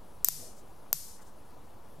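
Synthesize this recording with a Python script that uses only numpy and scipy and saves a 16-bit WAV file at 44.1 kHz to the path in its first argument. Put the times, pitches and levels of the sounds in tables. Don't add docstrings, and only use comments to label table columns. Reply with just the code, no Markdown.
import sys
import numpy as np
from scipy import signal
from scipy.fft import rfft, irfft, next_fast_len
from scipy.io import wavfile
from scipy.ndimage import uniform_filter1d, map_coordinates

SR = 44100
rng = np.random.default_rng(int(sys.argv[2]) if len(sys.argv) > 2 else 0)


def master(y):
    cut = np.clip(np.atleast_2d(y).T, -1, 1)
    pcm = np.round(cut * 32767)
    wavfile.write(sys.argv[1], SR, pcm.astype(np.int16))


N = 88200


def amp(db):
    return 10 ** (np.asarray(db) / 20)


def unit(x):
    return x / np.sqrt(np.mean(x ** 2) + 1e-20)


def along(points, hz):
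    point_hz, value = np.transpose(points)
    return np.interp(np.log(hz + 1), np.log(point_hz + 1), value)


def filtered(x, response):
    m = next_fast_len(N + SR // 2)
    spectrum = rfft(x, m) * response(np.fft.rfftfreq(m, 1 / SR))
    return irfft(spectrum, m)[..., :N]


def peak(f, hz, width_hz):
    return 1j * f * width_hz / (hz * hz - f * f + 1j * f * width_hz)


def sides(db):
    return amp(np.array([db / 2, -db / 2]))


# [dB per Hz, relative]
AIR_SPECTRUM = [(12, -31), (20, -2.5), (27, -13.5), (98, -13.5), (123, -18.5), (270, -19), (347, -20.5),
                (485, -20), (976, -22), (1960, -37.5), (9140, -43.5), (11100, -41.5), (16000, -46.5)]
# pitch_hz [Hz], likeness [0 to 1]
AIR_LIKENESS = [(60, 0.89), (150, 0.87), (380, 0.69), (950, 0.75), (2380, 0.92), (5980, 0.83),
                (15000, 0.74)]
# pitch_hz [Hz], left_right_db [dB]
AIR_LEAN = [(60, 2.0), (150, 9), (380, 5.5), (950, 8), (2380, 2), (5980, -0.5), (15000, 3.5)]
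AIR_DB, PATCHY_DB = -54, 1


def air():
    z = signal.stft(rng.standard_normal((2, N + 512)), nperseg=512)[2]
    field = rng.standard_normal(z.shape[1:])
    field = uniform_filter1d(uniform_filter1d(field, size=12, axis=0), size=8, axis=1)
    pair = signal.istft(z * amp(PATCHY_DB * unit(field)), nperseg=512)[1][:, :N]

    def mid_side(hz):
        turn = np.arccos(np.clip(along(AIR_LIKENESS, hz), -1, 1)) / 2
        return (hz > 10) * amp(along(AIR_SPECTRUM, hz)) * [np.cos(turn), np.sin(turn)]

    mid, side = filtered(pair, mid_side)
    stereo = np.array([mid + side, mid - side])
    return amp(AIR_DB) * unit(filtered(stereo, lambda hz: sides(along(AIR_LEAN, hz))))


FLICKER_HZ, FLICKER_WIDTH_HZ = 10600, 1700
FLICKER_DB, FLICKER_DEPTH_DB, FLICKER_LEFT_DB = -78, 5, 3


def flicker():
    knots = rng.standard_normal(size=40)
    slow = map_coordinates(knots, [np.arange(N) * (len(knots) - 1) / N])
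    band = unit(filtered(rng.standard_normal(N), lambda f: peak(f, FLICKER_HZ, FLICKER_WIDTH_HZ) ** 2))
    level = amp(FLICKER_DB + FLICKER_DEPTH_DB * np.tanh(2 * slow))
    return level * band * sides(FLICKER_LEFT_DB)[:, None]


# start_s [s], snap_db [dB], left_right_db [dB], thump_db [dB re snap], knock_db [dB re snap],
# tail_db [dB], bright_hz [Hz], bright_db [dB re snap]; bright is the highest ring
SPARKS = [(.2461, 17.1, 4, -26.5, -22, -32, 13950, 0), (0.2858, 19.5, 3.5, -16, -34, -37.5, 14000, 0),
          (0.929, 15.14, 4, -15, -29, -35, 13600, 0)]
# pitch_hz [Hz], width_hz [Hz, each resonator], level_db [dB]
PORTS = [(3120, 2000, -33.5), (4980, 800, -17.5), (6120, 780, -13), (7500, 1060, -10), (8600, 870, -13),
         (9700, 500, -31), (11850, 490, -9)]
# delay_s [s], level_db [dB]
BOUNCES = [(.0005, -8), (.0011, -10), (.0016, -7), (.0022, -11), (.0028, -15), (.0045, -20), (.0075, -25)]
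THUMP_HZ, THUMP_WIDTH_HZ = 833, 920
KNOCK_HZ, KNOCK_WIDTH_HZ = 1930, 230
BRIGHT_WIDTH_HZ, BRIGHT_LOSS_DB_PER_MS = 2000, 2
BOUNCE_SCATTER_S, PORT_SCATTER_S, BOUNCE_SCATTER_DB, RING_SCATTER_DB = .00004, .000012, 1.5, 2


def sparks():
    delay, loss_db = np.transpose([(0, 0)] + BOUNCES)

    def response(f):
        out = np.zeros((2, len(f)), complex)
        for start_s, snap_db, pan_db, thump_db, knock_db, _, bright_hz, bright_db in SPARKS:
            ring = 0
            for k, (hz, width_hz, level_db) in enumerate(PORTS):
                ring_gain = amp(level_db + RING_SCATTER_DB * rng.standard_normal())
                ring = ring + (-1) ** k * ring_gain * peak(f, hz, width_hz) ** 2
            luck = rng.standard_normal((4, len(delay))) * (delay > 0)
            bright_gain = amp(bright_db - BRIGHT_LOSS_DB_PER_MS * 1000 * delay[:, None])
            bright = peak(f, bright_hz, BRIGHT_WIDTH_HZ) ** 4 * bright_gain
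            thump = amp(thump_db) * peak(f, THUMP_HZ, THUMP_WIDTH_HZ)
            knock = amp(knock_db) * peak(f, KNOCK_HZ, KNOCK_WIDTH_HZ) ** 2
            for side in range(2):
                when = start_s + delay + BOUNCE_SCATTER_S * luck[0] + PORT_SCATTER_S * luck[2 + side]
                size = amp(snap_db + loss_db + BOUNCE_SCATTER_DB * luck[1]) * sides(pan_db)[side]
                train = size[:, None] * np.exp(-2j * np.pi * f * when[:, None])
                out[side] += ((ring + bright) * train).sum(0) + (thump - knock) * train[0]
        return out

    return filtered(np.ones(1), response)


# pitch_hz [Hz], t60_s [s to fall 60 dB]
ROOM_T60 = [(1000, 0.75), (2500, 0.68), (5300, 0.71), (9000, 0.77), (14000, 0.42)]
# [dB per Hz, relative]
ROOM_COLOUR = [(880, -26), (1500, -17), (1780, -14), (3030, -12.5), (5300, 0), (8410, -1.5), (12700, 2),
               (13900, 3.5), (14300, -38), (15000, -106)]
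ROOM_DELAY_S, ROOM_RISE_S = 0.0046, 0.0037
ROOM_HOLD_S, ROOM_FALL_DB_PER_S = 0.23, 197
ROOM_ALIKE, ROOM_LEFT_DB = 0.56, 5.5


def room():
    out = np.zeros((2, N + 2 * SR))
    turn = np.arccos(np.clip(ROOM_ALIKE, 0, 1)) / 2
    rise = 1 - np.exp(-np.arange(SR) / SR / ROOM_RISE_S)
    for start_s, *_, tail_db, _, _ in SPARKS:
        hz, t, z = signal.stft(rng.standard_normal((2, SR)), SR, nperseg=256)
        colour_db = along(ROOM_COLOUR, hz)[:, None]
        decay_db = 60 * t / along(ROOM_T60, hz)[:, None]
        end_db = ROOM_FALL_DB_PER_S * np.clip(t - ROOM_HOLD_S, 0, None)
        a, b = signal.istft(z * amp(colour_db - decay_db - end_db), SR, nperseg=256)[1][:, :SR]
        mid, side = np.cos(turn) * a, np.sin(turn) * b
        tail = np.array([mid + side, mid - side])
        tail = tail / np.std(tail[:, :SR // 50])
        start = round((start_s + ROOM_DELAY_S) * SR)
        out[:, start:start + SR] += amp(tail_db) * tail * rise
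    return out[:, :N] * sides(ROOM_LEFT_DB)[:, None]


def swell(centre_s, length_s):
    return np.exp(-8 * ((np.arange(N) / SR - centre_s) / length_s) ** 2)


# [dB, sine peak before the lean]
HUM_SWELLS = [(0.337, 152, 0.15, -54), (0.414, 100, 0.073, -53), (0.955, 152, 0.045, -50),
              (1.993, 160, 0.043, -51.5)]
# [dB, noise rms before the swell and lean]
RUSTLES = [(0.406, 308, 400, 0.078, -51), (0.443, 507, 90, 0.065, -52.5), (.44, 655, 91, 0.032, -56),
           (0.47, 446, 500, 0.12, -55.5), (0.583, 6900, 6000, 0.094, -62), (1.207, 1090, 1200, 0.075, -62),
           (1.225, 6800, 6000, 0.027, -59), (1.277, 6700, 6000, 0.082, -66), (1.987, 675, 200, 0.034, -64)]
HUM_LEFT_DB = 8


def hum():
    t = np.arange(N) / SR
    mono = np.zeros(N)
    for centre_s, hz, length_s, level_db in HUM_SWELLS:
        tone = np.sin(2 * np.pi * (hz * t + rng.random()))
        mono += amp(level_db) * swell(centre_s, length_s) * tone
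    for centre_s, hz, width_hz, length_s, level_db in RUSTLES:
        rustle = unit(filtered(rng.standard_normal(N), lambda f: peak(f, hz, width_hz) ** 2))
        mono += amp(level_db) * swell(centre_s, length_s) * rustle
    return mono * sides(HUM_LEFT_DB)[:, None]


def scene():
    return sparks() + room() + air() + hum() + flicker()


DUCK_FROM_DB, DUCK_SHARE = -58, 0.22
DUCK_RELEASE_S, DUCK_LAG_S, DUCK_ABOVE_HZ = 0.019, 0.009, 170
OFFSET, DRIFT_DB = .0056, -68.5
TOP_HZ = 16000


def record(dry):
    upper = filtered(dry, lambda hz: 1 / (1 + (DUCK_ABOVE_HZ / (hz + 1)) ** 4))
    keep = np.exp(-1 / (DUCK_RELEASE_S * SR))
    power = signal.lfilter([1 - keep], [1, -keep], np.mean(upper ** 2, 0))
    heard_db = 10 * np.log10(power + 1e-12)
    duck_db = -DUCK_SHARE * np.clip(heard_db - DUCK_FROM_DB, 0, None)
    gain = amp(np.pad(duck_db, (round(DUCK_LAG_S * SR), 0))[:N])
    ducked = dry - upper + upper * gain
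    limited = filtered(ducked, lambda hz: np.clip((TOP_HZ - hz) / 400 + .5, 0, 1) ** 2)
    drift = amp(DRIFT_DB) * unit(filtered(rng.standard_normal(N), lambda hz: (hz > 1) * (hz < 12)))
    return limited + OFFSET + drift


dry = scene()
out = record(dry)
master(out)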